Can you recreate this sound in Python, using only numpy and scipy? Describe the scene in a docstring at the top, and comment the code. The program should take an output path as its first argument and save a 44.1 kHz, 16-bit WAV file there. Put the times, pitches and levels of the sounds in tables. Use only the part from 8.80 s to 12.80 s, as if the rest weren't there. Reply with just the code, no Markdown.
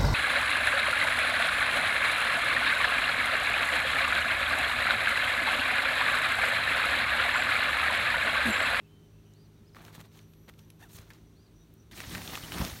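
"""Outdoors, close to the microphone, a hand shifts a thin plastic pouch: two light rubs, then a firm drag.
The friction is a stream of tiny stick-slip clicks, with small facets of the film ringing as they flip.
Creases buckle with a snap, the hand adds soft bumps, and the film sings briefly as it slides; one short
squeak sits in the second rub. Far off, motors drone, a bird whistles and insects hiss."""
import sys
import numpy as np
from scipy import signal
from scipy.fft import rfft, irfft
from scipy.io import wavfile
from scipy.ndimage import uniform_filter1d

SR = 44100
rng = np.random.default_rng(int(sys.argv[2]) if len(sys.argv) > 2 else 0)


def wav_out(sig):
    """Save sig, one row per channel (or a flat mono array), as 16-bit PCM at SR to the path in sys.argv[1]."""
    wavfile.write(sys.argv[1], SR, np.round(np.clip(np.atleast_2d(sig).T, -1, 1) * 32767).astype(np.int16))


N = 176400
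T, HZ = np.arange(N) / SR, np.fft.rfftfreq(N, 1 / SR)

# Tone of the outdoor air bed: f/Hz, relative level/dB
AIR_EQ = [(25, -25), (48, 3), (90, -1), (135, -7), (250, -6), (400, -9.5), (470, -16.5), (750, -22.5),
          (1300, -25), (2000, -29), (3800, -29), (5500, -34), (9000, -35.5), (15500, -37.5)]
# Partials of the far engine: starting f/Hz, level/dB before the fader
ENGINE_PARTIALS = [(52.5, -81.5), (105, -63), (157, -63.5), (209, -71), (314, -77)]
# Fader ride on the engine: t/s, gain/dB
ENGINE_FADER = [(0, 3), (1.2, 2.5), (2.3, 3), (2.7, -1.5), (4, 5.5)]
# Thin bird and insect trills: start t/s, end t/s, f/Hz, width/Hz, level/dB before the throb
TRILL_BANDS = [(-.05, 0.09, 2640, 220, -77), (.32, 0.48, 2660, 220, -80), (.45, 0.62, 2980, 220, -79.5),
               (.16, 3.1, 5900, 380, -82.5)]
# Swell of a high insect buzz: t/s, level/dB
BUZZ_FADER = [(1.45, -86), (1.5, -75), (1.85, -79), (2.1, -86)]
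# Bird whistles: t/s, length/s, f/Hz at both ends, top f/Hz, place of the top (0-1), level/dB
BIRD_NOTES = [(.05, .25, 2990, 3080, .4, -77.5), (0.532, 0.14, 3440, 4850, 0.68, -73),
              (0.748, .05, 3470, 3810, 0.65, -79), (.853, 0.044, 3790, 5180, 0.68, -72),
              (0.927, .025, 4800, 5170, 0.4, -73), (2.543, .145, 3490, 4870, .68, -74),
              (2.79, .09, 3660, 3780, .3, -80.5)]
# Glide of the squeak: t/s, f/Hz, level/dB before its resonances
SQUEAK_GLIDE = [(2.002, 402, -68), (2.02, 703, -60), (2.029, 886, -56), (2.038, 938, -53), (2.05, 793, -63),
                (2.065, 702, -64), (2.08, 655, -69)]
# Resonances of the squeak: f/Hz, gain/dB
SQUEAK_EQ = [(500, -8), (800, 0), (1100, -19), (1400, 0.5), (1850, 1), (2200, -22), (2700, -6.5),
             (3100, -16), (3600, -5), (4500, -20)]
# Soft hand bumps: t/s, envelope peak level/dB, f/Hz
HAND_BUMPS = [(1.18, -37.5, 193), (1.204, -44, 127), (2.147, -41, 102), (2.193, -41, 93),
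              (3.275, -35, 92.5), (3.351, -35.5, 133), (3.633, -34, 106), (3.8, -27, 67.4),
              (3.803, -29, 214), (3.82, -25.5, 162), (3.922, -34, 72)]
# Spots where the film sings: t/s, rise/s, fall/s, f/Hz, level/dB
FILM_NOTES = [(3.63, .007, .014, 3020, -47), (3.712, .012, .022, 3000, -47)]
# Crease snaps: t/s, peak level/dB, centre f/Hz, width/octaves, decay/s
CREASE_SNAPS = [(.537, -48, 6500, 0.35, .001), (0.9482, -40, 1570, 0.84, 0.001),
                (0.9665, -38, 1150, 0.34, 0.0026), (1.0509, -31.5, 2400, 2.4, 0.0013),
                (1.081, -44, 1520, 0.47, 0.004), (1.15, -38, 2340, 1.5, 0.0069),
                (1.1801, -44, 930, 0.62, 0.0037), (1.203, -43, 2210, 1.6, 0.0067),
                (1.2123, -34, 1140, 1.2, 0.002), (1.391, -43.5, 1960, .6, 0.002),
                (1.535, -50, 2420, 1.4, 0.0034), (1.682, -45.5, 1410, 1.6, 0.0036),
                (1.6909, -38.5, 2410, 1.2, 0.0033), (1.6963, -36.5, 950, 1.24, 0.0023),
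                (1.738, -49, 2200, 0.9, 0.0025), (1.7915, -43.5, 3800, 0.86, 0.003),
                (1.9031, -44.5, 11040, 0.1, 0.0014), (1.903, -38, 3600, 1.2, 0.0018),
                (2.1875, -41, 6500, 0.63, 0.0023), (2.304, -39, 1420, .7, 0.004),
                (2.311, -48, 1550, 0.27, 0.0028), (2.335, -43, 4460, 0.7, 0.0022),
                (2.94, -41, 13700, 0.39, .001), (3.112, -49, 2440, 3.5, 0.0034),
                (3.176, -34, 3020, 0.73, 0.0024), (3.2037, -24, 2000, 0.82, 0.0019),
                (3.3506, -23.5, 1850, 0.4, 0.0016), (3.355, -26.5, 1720, 0.44, 0.0018),
                (3.3803, -26.5, 2200, 0.59, 0.00069), (3.4187, -24, 2300, 1, 0.00084),
                (3.477, -25.5, 3280, 0.41, 0.00075), (3.5541, -21, 2390, 0.62, 0.0015),
                (3.575, -24.5, 1260, 0.91, 0.0012), (3.721, -22.5, 1480, 0.95, 0.0014),
                (3.727, -26, 2220, 2, 0.0018), (3.7847, -25, 2000, 1.13, 0.0023),
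                (3.812, -29, 1090, 0.52, 0.0057), (3.85, -16.5, 3300, 1.17, 0.0012)]
# Range in which the facets of the film ring: lowest f/Hz, highest f/Hz
FACET_RANGE = (677, 6980)
# Strokes of the light rubs, before trim: t/s, rise/s, fall/s, scrape level/dB, fizz level/dB,
# scrape tilt/(dB per octave)
RUB_STROKES = [(0.953, 0.0062, 0.064, -52, -65, -2.5), (1.0, 0.041, 0.027, -60.5, -66, -4.5),
               (1.051, 0.02, 0.061, -56.5, -67, -2), (1.123, 0.022, 0.026, -54.5, -60, 1),
               (1.185, 0.02, 0.018, -55.5, -60.5, -1.5), (1.235, 0.016, 0.018, -57.5, -66.5, 1.5),
               (1.31, 0.051, 0.057, -60, -65.5, 1.5), (1.675, 0.013, 0.0074, -51, -69, -2),
               (1.774, 0.01, 0.043, -65.5, -69, 1), (1.987, 0.034, 0.043, -59, -62, -1),
               (2.086, 0.079, 0.0064, -57, -53, 3.5), (2.162, 0.025, 0.048, -55, -60.5, 1),
               (2.25, 0.066, 0.074, -61.5, -68.5, 0)]
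# Surges of the drag, before trim: t/s, rise/s, fall/s, scrape level/dB, fizz level/dB, rumble level/dB
DRAG_SURGES = [(3.111, 0.002, 0.055, -52.5, -56.5, -54), (3.142, 0.035, 0.023, -51, -47, -52),
               (3.179, 0.019, 0.6, -48.5, -51, -49), (3.284, 0.048, 0.11, -48.5, -46, -42.5),
               (3.38, 0.089, 0.11, -51, -47.5, -56), (3.488, 0.06, 0.047, -43.5, -46.5, -50.5),
               (3.585, 0.073, 0.11, -48.5, -48, -49.5), (3.702, 0.045, 0.088, -44, -46, -41.5),
               (3.746, 0.067, 0.06, -41.5, -43.5, -36.5), (3.81, 0.044, 0.1, -46.5, -45.5, -48),
               (3.88, 0.043, 0.4, -53, -51.5, -59)]
# Tone of each friction layer: f/Hz, relative level/dB
RUB_SCRAPE_EQ = [(150, 1.5), (400, 0.5), (600, -4), (1100, -3), (1900, -5), (2800, -8), (4000, -6),
                 (6000, -18), (9000, -56)]
RUB_FIZZ_EQ = [(3000, -13), (6500, 10.5), (8500, 8.5), (11500, 8.5), (13500, 8), (15500, 6.5)]
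DRAG_SCRAPE_EQ = [(200, -8), (450, -2), (750, -1), (1100, -6.5), (1900, 3.5), (2700, -2), (3800, 1.5),
                  (6000, -8), (9000, -41)]
DRAG_FIZZ_EQ = [(3000, -8.5), (6500, -4), (8500, -4.5), (11500, -5.5), (13500, -6.5), (15500, -7)]
PRESSED_EQ = [(300, -5), (550, 1.5), (850, -1), (1200, 7.5), (1700, -16), (3000, -46)]  # body that the scrape gains under pressure
RUMBLE_EQ = [(20, -37), (45, -1), (70, 1), (110, -0.5), (170, 0), (290, -1.5), (450, -13), (900, -27),
             (2000, -69)]  # low end carried through the hand
# Dips that colour the microphone: f/Hz, width/Hz, gain/dB
MIC_DIPS = [(4920, 350, -3), (7650, 980, -2.5), (10400, 1200, -4)]


def amp(db):
    """Decibels to gain."""
    return 10 ** (np.asarray(db) / 20)


def unit(x):
    """Scales to rms 1."""
    return x / np.sqrt(np.mean(x ** 2) + 1e-20)


def add(mix, start_s, sound):
    """Drops a sound into the mix at its cue."""
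    part = mix[max(round(start_s * SR), 0):][:len(sound)]
    part += sound[:len(part)]


def colour(x, eq):
    """Runs a signal through an EQ curve and sets it to rms 1."""
    hz, db = np.transpose(eq)
    gain = amp(np.interp(np.log(HZ + 1), np.log(hz), db))
    return unit(irfft(rfft(x) * gain, N))


def band(hz, width_hz):
    """Noise in one bell-shaped band; at 0 Hz, a slow wander."""
    bell = np.exp(-2 * ((HZ - hz) / width_hz) ** 2)
    return unit(irfft(rfft(rng.standard_normal(N)) * bell, N))


def fader(times, db, edge_s=0.0099):
    """Gain along a level curve, fading to silence outside it."""
    gate = np.clip(np.minimum(T - times[0], times[-1] - T) / edge_s + 1, 0, 1)
    return amp(np.interp(T, times, db)) * gate


def air(db=-59):
    """A soft, dark bed of outdoor air."""
    return amp(db) * colour(rng.standard_normal(N), AIR_EQ)


def engine(speedup_per_s=0.008, waver=0.0098, flutter=0.33):
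    """A far engine creeps up in speed; its partials waver together and flutter separately."""
    running_s = np.cumsum(1 + speedup_per_s * T + waver * band(0, 12.6)) / SR
    drone = np.zeros(N)
    for hz, db in ENGINE_PARTIALS:
        tremor = 1 + flutter * band(0, 31)
        drone += amp(db) * unit(tremor * np.sin(2 * np.pi * (hz * running_s + rng.random())))
    return drone * fader(*np.transpose(ENGINE_FADER))


def motor_hum(start_hz=409, start_db=-69.5, sag_hz_per_s=7, fade_db_per_s=2):
    """A second far motor recedes: one unsteady tone that sinks and fades."""
    hz = start_hz - sag_hz_per_s * T + 2 * band(0, 17.3)
    return amp(start_db - fade_db_per_s * T) * unit(np.sin(2 * np.pi * np.cumsum(hz) / SR))


def trills(throb_db=4.2, fade_s=0.02):
    """Far birds and insects: narrow bands of throbbing noise."""
    out = np.zeros(N)
    for start_s, end_s, hz, width_hz, db in TRILL_BANDS:
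        gate = np.clip(np.minimum(T - start_s, end_s - T) / fade_s, 0, 1)
        out += amp(db) * band(hz, width_hz) * gate
    return out * amp(throb_db * band(0, 23))


def insect_buzz():
    """One insect's high hiss swells and fades."""
    return band(hz=12100, width_hz=1150) * fader(*np.transpose(BUZZ_FADER))


def whistle(length_s, end_hz, top_hz, top_at, db):
    """An unsteady note whose pitch and strength rise and fall in one arch."""
    progress = np.arange(0, length_s, 1 / SR) / length_s
    arch = abs(np.sin(np.pi * np.interp(progress, [0, top_at, 1], [0, .5, 1])))
    wobble = unit(uniform_filter1d(rng.standard_normal((2, SR // 2)), size=90))
    shake, jitter = wobble[:, :len(progress)]
    hz = (end_hz + (top_hz - end_hz) * arch ** .6) * (1 + .012 * jitter)
    tone = np.sin(2 * np.pi * np.cumsum(hz) / SR)
    return amp(db) * unit(arch ** .15 * tone * (1 + .45 * shake))


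def bird(echo_db=-8, echo_s=0.08):
    """Far whistles with a diffuse outdoor echo."""
    out, t = np.zeros(N), T[:SR // 2]
    for start_s, *note in BIRD_NOTES:
        add(out, start_s, whistle(*note))
    tail = rng.standard_normal(len(t)) * np.exp(-t / echo_s)
    return out + amp(echo_db) * signal.fftconvolve(out, tail / np.linalg.norm(tail))[:N]


def squeak(roughness=.3):
    """One quick arched glide whose harmonics sweep through steady resonances."""
    times, pitch, db = np.transpose(SQUEAK_GLIDE)
    hz = np.interp(T, times, pitch)
    phase = 2 * np.pi * np.cumsum(hz) / SR
    tone = sum(amp(np.interp(k * hz, *np.transpose(SQUEAK_EQ))) * np.sin(k * phase) for k in range(1, 6))
    return tone * fader(times, db) * (1 + roughness * band(0, 300))


def bumps(cycles=.6):
    """Low pushes of the hand that die within a couple of cycles."""
    out, t = np.zeros(N), T[:SR // 8]
    for start_s, db, hz in HAND_BUMPS:
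        age = 2 * t * hz / cycles
        envelope = age * np.exp(1 - age)
        add(out, start_s, -amp(db) * envelope * np.sin(2 * np.pi * hz * t))
    return out


def stroke(start_s, rise_s, fall_s, onset_db=-14, release_db=-7):
    """Envelope of one slide: it catches, swells, then is down to release_db after fall_s."""
    t = T - start_s
    swell_db = onset_db * (1 - np.maximum(t, 0) / rise_s) ** 2
    fade_db = release_db * (abs(t - rise_s) / fall_s) ** 1.63
    db = np.where(t < rise_s, swell_db, fade_db)
    return amp(np.maximum(db, -120)) * np.clip(t / 0.001, 0, 1)


def singing_film(width_hz=310):
    """The sliding film sings in brief, narrow bands of noise."""
    return sum(amp(db) * stroke(*timing) * band(hz, width_hz) for *timing, hz, db in FILM_NOTES)


def snaps(crack=10, soften_s=0.0038, tail_db=-22, tail_s=0.026, skirt=0.8):
    """A crease buckles: one sharp click, a burst of smaller ones and a faint tail."""
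    out, t, hz = np.zeros(N), T[:2048], np.fft.rfftfreq(2048, 1 / SR)
    for start_s, db, centre_hz, octaves, decay_s in CREASE_SNAPS:
        envelope = np.exp(-t / decay_s) + amp(tail_db) * np.exp(-t / tail_s)
        burst = rng.standard_normal(len(t)) * envelope
        burst[0] = crack * np.exp(-decay_s / soften_s)  # slow buckles start softly
        detune = np.log2((hz + 30) / centre_hz) / octaves
        log_gain = -skirt * np.log(1 + detune ** 2 / skirt)
        mirrored = np.r_[log_gain, log_gain[-2:0:-1]]
        resonance = np.exp(np.conj(signal.hilbert(mirrored)))[:len(hz)]  # minimum phase: crisp attack
        snap = irfft(rfft(burst) * resonance)
        add(out, start_s, amp(db) * snap / abs(snap).max())
    return out


def slips(per_s, spread_db, clump_db, clump_hz):
    """Tiny stick-slip clicks of uneven size that come in clumps."""
    size = amp(spread_db * np.minimum(rng.exponential(1, N), 4) + clump_db * band(0, clump_hz))
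    return size * rng.choice([-1, 1], N) * (rng.random(N) < per_s / SR)


def crinkles(per_s, cycles, spread_db, tilt_db, facets=18):
    """Small facets of the film flip, each ringing briefly at its own pitch; tilt is per octave."""
    out, t = np.zeros(N), T[:600]
    for hz in np.geomspace(*FACET_RANGE, facets):
        size = amp(spread_db * np.minimum(rng.exponential(1, N), 3))
        flips = size * (rng.random(N) < per_s / facets / SR)
        age = t * hz / cycles
        ring = unit(np.sqrt(age) * np.exp(-age) * np.sin(2 * np.pi * hz * t))
        out += amp(tilt_db * np.log2(hz)) * signal.oaconvolve(flips, ring)[:N]
    return unit(out)


def moving_contact(friction, depth_db=2.0):
    """The contact keeps moving over the film, so bands of the friction flare and fade."""
    bands = signal.stft(friction, nperseg=256)[2]
    patches = uniform_filter1d(rng.standard_normal(bands.shape), size=7, axis=0)  # across frequency
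    patches = unit(uniform_filter1d(patches, size=8, axis=1))  # across time
    return unit(signal.istft(bands * amp(depth_db * patches), nperseg=256)[1][:N])


def rubs(scrape_trim_db=-1, fizz_trim_db=0.5, crinkle_db=-7.5):
    """Fingers slide lightly on the film: grainy scrape and crinkles under a fine fizz."""
    scrape = colour(slips(per_s=4000, spread_db=3.0, clump_db=2.0, clump_hz=143), RUB_SCRAPE_EQ)
    scrape += amp(crinkle_db) * crinkles(per_s=730, cycles=2.2, spread_db=6.5, tilt_db=-1.5)
    fizz = colour(slips(per_s=28000, spread_db=4.0, clump_db=2.0, clump_hz=119), RUB_FIZZ_EQ)
    spectrum, octaves = rfft(scrape), np.log2(np.clip(HZ, 1000, 6000))
    out = np.zeros(N)
    for *timing, scrape_db, fizz_db, tilt_db in RUB_STROKES:
        tilted = unit(irfft(spectrum * amp(tilt_db * octaves), N))  # duller or brighter per stroke
        texture = amp(scrape_db + scrape_trim_db) * tilted + amp(fizz_db + fizz_trim_db) * fizz
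        out += stroke(*timing) * texture
    return out


def drag(scrape_trim_db=-2, fizz_trim_db=-0.5, rumble_trim_db=-1, crinkle_db=-7, body_db=-9.5):
    """A firm slide in surges: denser friction, fuller when pressed, with rumble through the hand."""
    surges = [amp(row[3:])[:, None] * stroke(*row[:3]) for row in DRAG_SURGES]
    scrape_gain, fizz_gain, rumble_gain = np.sqrt(sum(surge ** 2 for surge in surges))
    pressure = scrape_gain / amp(-45)  # the body's share is body_db on a -45 dB surge
    friction = slips(per_s=9800, spread_db=1.5, clump_db=2.0, clump_hz=153)
    scrape = moving_contact(colour(friction, DRAG_SCRAPE_EQ))
    scrape += amp(body_db) * pressure * colour(friction, PRESSED_EQ)
    scrape += amp(crinkle_db) * crinkles(per_s=600, cycles=2.1, spread_db=2.5, tilt_db=2.0)
    fine_friction = slips(per_s=26000, spread_db=1.0, clump_db=0.3, clump_hz=98)
    fizz = moving_contact(colour(fine_friction, DRAG_FIZZ_EQ))
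    rumble = colour(rng.standard_normal(N), RUMBLE_EQ)
    return (amp(scrape_trim_db) * scrape_gain * scrape
            + amp(fizz_trim_db) * fizz_gain * fizz
            + amp(rumble_trim_db) * rumble_gain * rumble)


def scene():
    """Mono mix: the pouch up front, the outdoors behind."""
    pouch = rubs() + drag() + singing_film() + snaps() + bumps() + squeak()
    outdoors = engine() + motor_hum() + trills() + insect_buzz() + air() + bird()
    return (pouch + outdoors)[None]


def record(dry, low_cut_hz=32, high_cut_hz=15900):
    """Microphone colour: treble dips, a low cut and a steep high cut."""
    dips_db = sum(db * np.exp(-2 * ((HZ - hz) / width) ** 2) for hz, width, db in MIC_DIPS)
    heard = irfft(rfft(dry) * amp(dips_db), N)
    heard = signal.sosfilt(signal.butter(2, low_cut_hz, "highpass", fs=SR, output="sos"), heard)
    high_cut = signal.firwin(511, high_cut_hz, window=("kaiser", 9), fs=SR)
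    return signal.oaconvolve(heard, high_cut[None], "same")


dry = scene()
out = record(dry)
wav_out(out)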